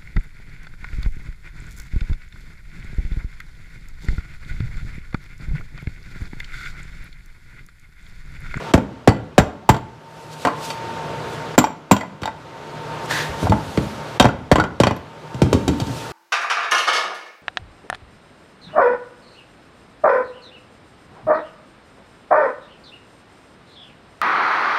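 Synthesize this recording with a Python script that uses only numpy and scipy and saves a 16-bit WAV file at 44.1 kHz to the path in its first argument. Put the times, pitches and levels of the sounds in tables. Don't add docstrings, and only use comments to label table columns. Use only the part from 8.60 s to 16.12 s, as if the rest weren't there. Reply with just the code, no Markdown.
import sys
import numpy as np
from scipy import signal
from scipy.fft import rfft, irfft, next_fast_len
from scipy.io import wavfile
from scipy.ndimage import uniform_filter1d, minimum_filter1d

SR = 44100
rng = np.random.default_rng(int(sys.argv[2]) if len(sys.argv) > 2 else 0)


def store_pcm(level_fs):
    pcm = np.round(np.clip(level_fs, -1, 1) * 32767).astype(np.int16)
    wavfile.write(sys.argv[1], SR, np.atleast_2d(pcm).T)


N = 331632

# pitch in Hz, relative level in dB.
AIR_SPECTRUM = [(20, -22), (53, -16), (72, -12), (150, -6), (228, -11.5), (472, -6.5), (850, -11.5),
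                (1440, -13.5), (1860, -19.5), (3530, -24.5), (7000, -35.5), (15200, -53), (15500, -102)]
# pitch in Hz, level in dB, half-width in Hz.
FAN_TONES = [(118.2, -43, 1.6), (152.2, -37.5, 3.3), (918, -43, 6.9)]
# time in seconds, level in dB.
WHINE_LEVEL = [(0, -44.5), (1.2, -38), (2.2, -32.5), (3.0, -40.5), (4.6, -36.5), (5.4, -40), (6.6, -39),
               (7.1, -31), (7.52, -39.5)]
# peak in seconds, level in dB, seconds to swell by 20 dB.
SWISHES = [(1.63, -41, 0.44), (1.736, -34, 0.03), (1.828, -34.5, .1), (1.984, -39.5, -0.1),
           (2.052, -34, .07), (2.1, -36, 0.16), (2.214, -39, -0.1), (2.732, -45, 0.2), (2.856, -46.5, -0.1),
           (3.96, -38.5, -0.28), (4.46, -44, 0.06), (4.66, -30, -0.08), (4.702, -33, 0),
           (4.835, -38.5, 0.1), (5.118, -43.5, 0.67), (5.228, -46, 0.4), (5.49, -53.5, 0.5),
           (6.79, -34.5, -0.03), (6.92, -29, -0.02), (6.97, -45, 0.4), (7.196, -33, -0.07),
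           (7.27, -53.5, 0.4), (7.386, -35, 0.47)]
# pitch in Hz, relative level in dB.
CLOTH_SPECTRUM = [(1200, -52.5), (2500, 8.5), (4000, 8.5), (8000, 2), (12000, -4.5), (15200, -11),
                  (15500, -64)]
# pitch in Hz, relative level in dB.
GEAR_SPECTRUM = [(400, -13), (900, -2.5), (1300, -4.5), (1800, 4.5), (2200, -6.5), (3700, -7),
                 (5000, -10.5), (15200, -29.5), (15500, -80)]
# pitch in Hz, seconds to fall by 60 dB.
SHOP_DECAY = [(100, 0.79), (500, 0.47), (2000, 0.49), (6000, 0.3), (14000, 0.23)]
# pitch in Hz, relative level in dB, seconds to fall by 60 dB.
CASE_MODES = [(554, -9.5, 0.069), (673, -10, 0.072), (730.3, -8, 0.095), (879, -4, 0.1), (1008, -8.5, 0.13),
              (1127, -9, 0.072), (1370, -9.5, 0.11), (1445, -19.5, 0.28), (1564, -13, 0.11),
              (1818, -18, 0.057), (1986, -12, 0.14), (2426, -7.5, 0.069), (2596, -10, 0.03),
              (2927, -11.5, 0.1), (3194, -4, 0.092), (3735, -2.5, 0.077), (4525, -7, 0.078),
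              (5655, -8.5, 0.071), (6500, -35, 0.069), (7170, -11, 0.041), (7340, -7, 0.065),
              (7550, -14.5, 0.084), (8300, -18.5, 0.042), (11500, -19, 0.04), (13330, -20, 0.026),
              (13800, -19, 0.052), (14150, -29, 0.034)]
# pitch in Hz, relative level in dB, seconds to fall by 60 dB.
BENCH_MODES = [(68.7, 11, 0.1), (79.7, -5.5, 0.36), (106.6, 1.5, 0.14), (126.2, 3, 0.16), (178, 4.5, 0.077),
               (203.4, -2, 0.26), (256.7, 9.5, 0.1), (303.4, -4, 0.29), (359, -7, .15), (437.8, -4, 0.21)]
# pitch in Hz, relative level in dB.
CRACK_SPECTRUM = [(200, -23.5), (600, 7), (1500, -7), (3000, -3), (6000, -5.5), (9000, -13), (15000, -26),
                  (16000, -55.5)]
# start in seconds, force in dB,
# treble change in dB, favoured bench pitch in Hz, pitch in Hz that sets where the thud starts.
MALLET_DOWN = [(6.744, -26.5, -5, 136, 297), (6.818, -5, -8, 125, 453), (6.86, -19, -30, 196, 248),
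               (6.929, -3.5, -6.5, 410, 463), (6.949, -19.5, -16, 80, 302), (7.009, -25, -23, 277, 310)]
# start in seconds, force in dB, bench change in dB,
# treble change in dB, favoured bench pitch in Hz, favoured case pitch in Hz, how clearly it pings in dB.
SETTLING = [(0.158, -10, 2, -25, 207, 885, 8), (0.177, -2.5, 4.2, -21, 254, 780, 8.5),
            (1.85, 1, -9.5, -19.5, 288, 602, 11), (1.871, -4, -37, -20.5, 328, 1054, 16),
            (1.884, -14, -31, -24, 300, 1110, 19), (2.103, -21, -27, -4.5, 140, 2550, 15.5),
            (2.112, -28.5, -18, -4.5, 118.7, 2920, 17), (3.618, -16, 7.5, -5.5, 130, 667, 3),
            (4.51, -19, -17, -19, 135, 1890, 22), (4.69, -32, 6, -12, 70, 150, 2),
            (4.828, -20.5, 10, -27, 110, 198, 6.5), (4.851, -23.5, 13.5, -24, 74.5, 148, 6),
            (4.87, -15.5, -10, -37, 190, 780, 22), (4.896, -22.5, 23, -1, 106, 152, 6),
            (4.921, -8, -0.5, -21, 251, 870, 13), (4.939, -18, 3, -32, 151, 251, 6),
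            (5.174, -9, 8, -17, 150, 616, 5), (5.644, 5, 2.5, -20, 175, 423, 4),
            (5.983, 4.5, 2, -28, 200, 325, 8), (7.079, -8, 10, -2, 304, 295, 4),
            (7.094, -23, 19.5, -18, 179, 220, 4), (7.134, -21, 8, -23, 270, 262, 1),
            (7.2, -17, 5, -1, 250, 291, 5), (7.214, -20.5, 15.5, -7, 132, 225, 10),
            (7.269, -27, 11, -1, 204, 230, 4), (7.295, -26.5, 10, -20, 111, 198, 7)]
# start in seconds, force in dB,
# treble change in dB, # favoured low and high case pitch in Hz, how clearly they ping in dB.
RATTLES = [(0.142, 9.5, -27.5, 527, 7300, 20.5), (0.485, 7, -21, 510, 4060, 16),
           (0.491, 2, -16, 764, 4600, 24), (0.519, -8.5, -17, 880, 4400, 15.5),
           (0.787, 11, -11, 720, 7600, 14), (0.818, -6, -36, 993, 4330, 11),
           (1.098, 10, -13, 920, 7660, 9), (1.144, 1, -17.5, 815, 4600, 10),
           (1.165, -6.5, -12, 790, 4600, 12), (2.986, 4.5, 2, 520, 7300, 20.5),
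           (3.015, -5, -31, 1103, 4850, 24.5), (3.041, 6, -14, 849, 5630, 17.5),
           (3.069, -3.5, -30, 1120, 4820, 17), (3.317, 8, -5.5, 1010, 7400, 19),
           (3.348, -6, -34, 1040, 4800, 12), (3.365, -2, -8.5, 2640, 5630, 15),
           (3.409, -2, -17, 2000, 4450, 15.5), (3.433, -6.5, -33, 943, 4450, 17),
           (3.633, -0.5, -16, 800, 4600, 10), (3.656, -5, -7, 880, 3600, 11),
           (3.676, -1.5, -23, 868, 4800, 14.5), (5.607, 8.5, -11, 900, 7720, 7),
           (5.625, 1, -6, 886, 5640, 9), (5.654, 9.5, -18, 684, 4250, 1),
           (5.686, 0, -22.5, 1450, 4680, 15), (5.957, 7, -13, 1020, 4200, 9.5),
           (5.999, 6.5, -16, 1420, 4500, 12), (6.039, 2.5, -21, 950, 4200, -3),
           (6.235, 8.5, -11, 980, 2950, 11), (6.269, 8.5, -16, 750, 2400, 8.5),
           (6.309, 0.8, -21.5, 640, 5600, 9), (6.364, -22, -4, 638, 11400, 27)]
# time in seconds, bench change in dB, favoured bench pitch in Hz.
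FOOTING = [(1.1, -5.5, 135), (3.0, -28, 340), (3.04, -36.5, 300), (3.45, -32.5, 231), (3.63, -17, 207),
           (5.6, -10.5, 80), (6.3, -8, 110)]
# start in seconds, force in dB, bench change in dB, treble change in dB,
# favoured bench, low case and high case pitch in Hz.
BLOWS = [(0.137, 8.5, 0, -10.5, 103, 567, 6500), (0.475, 16, -1, -15.5, 127, 628, 6550),
         (0.78, 17.5, -4.5, -14, 100, 730, 6750), (1.091, 13, -5, -12.5, 95, 890, 7500),
         (2.979, 16, -4.5, -16, 270, 508, 7260), (3.312, 13, -3.5, -16, 182, 1014, 7350),
         (5.598, 9, -4, -7, 203, 574, 3600), (5.915, 13.5, -6.5, -17.5, 96, 544, 4700),
         (6.201, 5.5, -0.5, -11, 157, 556, 4400)]

WHINE_HZ = 908
FADE_SHARE = 0.62
DRAG_S, DRAG_ATTACK_S, DRAG_HOLD_S, DRAG_RELEASE_S = 4.51, 0.032, 0.1, 0.3
DRAG_DB, DRAG_SAG_DB = -22, 2.5
GEAR_HZ = 4310
MALLET_BENCH_DB, MALLET_PING_DB, BLOW_PING_DB = 9.5, 3, 12.5
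TOP_HZ = 16300


def amp(db):
    return 10 ** (np.asarray(db) / 20)


def unit(x):
    return x / np.sqrt(np.mean(x ** 2) + 1e-20)


def along(points, hz):
    f, v = np.transpose(points)
    return np.interp(np.log(hz + 1), np.log(f + 1), v)


def level(rows):
    s, db = np.transpose(rows)
    return amp(np.interp(np.arange(N) / SR, s, db, left=-120, right=-120))


def filtered(x, response):
    m = next_fast_len(len(x) + 8192)
    return irfft(rfft(x, m) * response(np.fft.rfftfreq(m, 1 / SR)), m)[:len(x)]


def rush(spectrum, patchy_db):
    z = signal.stft(rng.standard_normal(N), nperseg=512)[2]
    patches = uniform_filter1d(uniform_filter1d(rng.standard_normal(z.shape), 12, 0), 6, 1)
    x = signal.istft(z * amp(patchy_db * unit(patches)), nperseg=512)[1][:N]
    return unit(filtered(x, lambda hz: amp(along(spectrum, hz))))


def fan():
    hum = np.zeros(N)
    for centre, db, width in FAN_TONES:
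        band = filtered(rng.standard_normal(N), lambda f: 1 / (1 + ((f - centre) / width) ** 2))
        hum += amp(db) * unit(band)
    wander = 0.014 * np.cumsum(rng.standard_normal(N))
    tone = np.sqrt(2) * np.sin(2 * np.pi * WHINE_HZ * np.arange(N) / SR + wander)
    return hum + level(WHINE_LEVEL) * tone


def workshop():
    return amp(-30.5) * rush(AIR_SPECTRUM, 0.86) + fan()


def cloth():
    swishes = np.zeros(N)
    for s, db, swell in SWISHES:
        swishes += level([(s - 3 * swell, db - 60), (s, db), (s + 3 * FADE_SHARE * swell, db - 60)])
    lift = DRAG_S + DRAG_HOLD_S
    sagged_db = DRAG_DB - DRAG_SAG_DB
    drag = level([(DRAG_S - DRAG_ATTACK_S, DRAG_DB - 21.5), (DRAG_S, DRAG_DB),
                  (lift, sagged_db), (lift + DRAG_RELEASE_S, sagged_db - 39)])
    return swishes * rush(CLOTH_SPECTRUM, 1.0) + drag * rush(GEAR_SPECTRUM, 0.92)


def dying(t60, seconds):
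    hz, t, z = signal.stft(rng.standard_normal(int(seconds * SR)), SR, nperseg=128)
    tail = signal.istft(z * amp(-60 * t / along(t60, hz)[:, None]), SR, nperseg=128)[1]
    return tail / np.linalg.norm(tail)


def ringing(modes, db, t, waver, jolt_db):
    hz, _, t60 = np.transpose(modes)[:, :, None]
    drift = waver * np.sqrt(hz / 1000) * np.cumsum(rng.standard_normal((len(modes), len(t))), axis=1)
    drift = uniform_filter1d(drift, size=32, axis=1)
    start = rng.uniform(0, 2 * np.pi, hz.shape)
    fade = amp(-60 * t / t60) + amp(jolt_db - 60 * t / (0.4 * t60))
    return np.sum(amp(db[:, None]) * fade * np.sin(2 * np.pi * hz * t + start + drift), axis=0)


def near(hz, centre, width):
    return np.exp(-(np.log(hz / centre) / width) ** 2)


def tilt(hz, treble_db):
    return treble_db * np.clip(np.log2(hz / 1800 + 1e-9), 0, 1)


def case_ring(t, treble_db, low_hz, high_hz, ping_db):
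    hz, db, _ = np.transpose(CASE_MODES)
    overtone = 1.1 * near(hz, 1.87 * high_hz, 0.06)
    favour = near(hz, low_hz, 0.08) + 0.85 * near(hz, high_hz, 0.09) + overtone
    db = db + tilt(hz, treble_db) + ping_db * favour + rng.normal(0, 3, len(hz))
    return ringing(CASE_MODES, db, t, waver=0.048, jolt_db=5.5)


def contact_crack(t, treble_db, crack_t60):
    shiver = filtered(rng.standard_normal(len(t)), lambda f: 1 / (1 + (f / 7000) ** 2))
    burst = rng.standard_normal(len(t)) * amp(-60 * t / crack_t60)
    burst += shiver * amp(-6 - 60 * t / 0.081)
    return amp(7.0) * filtered(burst, lambda f: amp(along(CRACK_SPECTRUM, f) + 0.85 * tilt(f, treble_db)))


def bench_thud(t, path, boom_hz, low_hz):
    first = path / np.sqrt(min(1.484 * low_hz, 950))
    last = path / np.sqrt(min(0.58 * boom_hz, low_hz))
    wave = np.sin(2 * np.pi * path ** 2 / (t + first)) * np.exp(-(t / (last - first)) ** 3)
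    return wave * ((t + first) / first) ** 0.22


def bench_boom(t, boom_hz):
    hz, db, _ = np.transpose(BENCH_MODES)
    db = db + 9 * near(hz, boom_hz, 0.29) + rng.normal(0, 3.2, len(hz))
    boom = ringing(BENCH_MODES, db, t, waver=0.083, jolt_db=7.0)
    return amp(-17.5) * boom * (1 - np.exp(-(t / 0.013) ** 2))


def contacts(rows, path, case_db, crack_t60, thud_db, wet_db):
    out, t = np.zeros(N + 2 * SR), np.arange(int(0.35 * SR)) / SR
    for s, db, bench_db, treble_db, boom_hz, low_hz, high_hz, ping_db in rows:
        case = amp(case_db) * case_ring(t, treble_db, low_hz, high_hz, ping_db)
        crack = contact_crack(t, treble_db, crack_t60)
        bench = amp(thud_db) * bench_thud(t, path, boom_hz, low_hz) + bench_boom(t, boom_hz)
        hit = amp(db) * (case + crack + amp(bench_db) * bench)
        hit = hit * (1 - np.exp(-t / 0.00046))
        echo = np.pad(signal.fftconvolve(hit, dying(SHOP_DECAY, 0.47)), (300, 0))
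        start = round(s * SR)
        out[start:][:len(hit)] += hit
        out[start:][:len(echo)] += amp(wet_db) * echo
    return out[:N]


def mallet_laid_down():
    rows = [(s, db, MALLET_BENCH_DB, treble_db, boom_hz, low_hz, GEAR_HZ, MALLET_PING_DB)
            for s, db, treble_db, boom_hz, low_hz in MALLET_DOWN]
    return contacts(rows, path=0.2103, case_db=-17, crack_t60=0.047, thud_db=-1.5, wet_db=-10.0)


def case_settling():
    rows = [(*row, GEAR_HZ, ping_db) for *row, ping_db in SETTLING]
    return contacts(rows, path=0.23, case_db=-14.0, crack_t60=0.04, thud_db=-3.5, wet_db=-11.5)


def loose_parts():
    foot_s, foot_db, foot_hz = np.transpose(FOOTING)
    rows = [(s, db, np.interp(s, foot_s, foot_db), treble_db, np.interp(s, foot_s, foot_hz), *modes)
            for s, db, treble_db, *modes in RATTLES]
    return contacts(rows, path=0.151, case_db=-15.5, crack_t60=0.013, thud_db=0.0, wet_db=-15.0)


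def mallet_blows():
    rows = [(*row, BLOW_PING_DB) for row in BLOWS]
    return contacts(rows, path=0.25, case_db=-12.5, crack_t60=0.059, thud_db=3.0, wet_db=-19.5)


def scene():
    background = workshop() + cloth()
    soft = mallet_laid_down() + case_settling()
    return (background + soft + loose_parts() + mallet_blows())[None]


def record(dry):
    x, t = dry[0], np.arange(N) / SR
    loud_db = 10 * np.log10(np.abs(uniform_filter1d(x ** 2, 441)) + 1e-12)
    cut_db = np.clip(0.62 * (loud_db + 10), 0, 16)
    hold = int(0.3 * SR)
    cut_db = -minimum_filter1d(-cut_db, hold, origin=(hold - 1) // 2, mode="constant")
    release = 19 * t
    cut_db = np.maximum.accumulate(cut_db + release) - release
    ahead = int(0.014 * SR)
    cut_db = np.pad(cut_db[ahead:], (0, ahead), "edge")
    x = x * amp(-uniform_filter1d(cut_db, 441))
    x = x / (1 + np.abs(x / 0.92) ** 5) ** (1 / 5)
    return filtered(x, lambda hz: (hz < TOP_HZ) * hz ** 2 / (hz ** 2 + 45 ** 2))[None]


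dry = scene()
out = record(dry)
store_pcm(out)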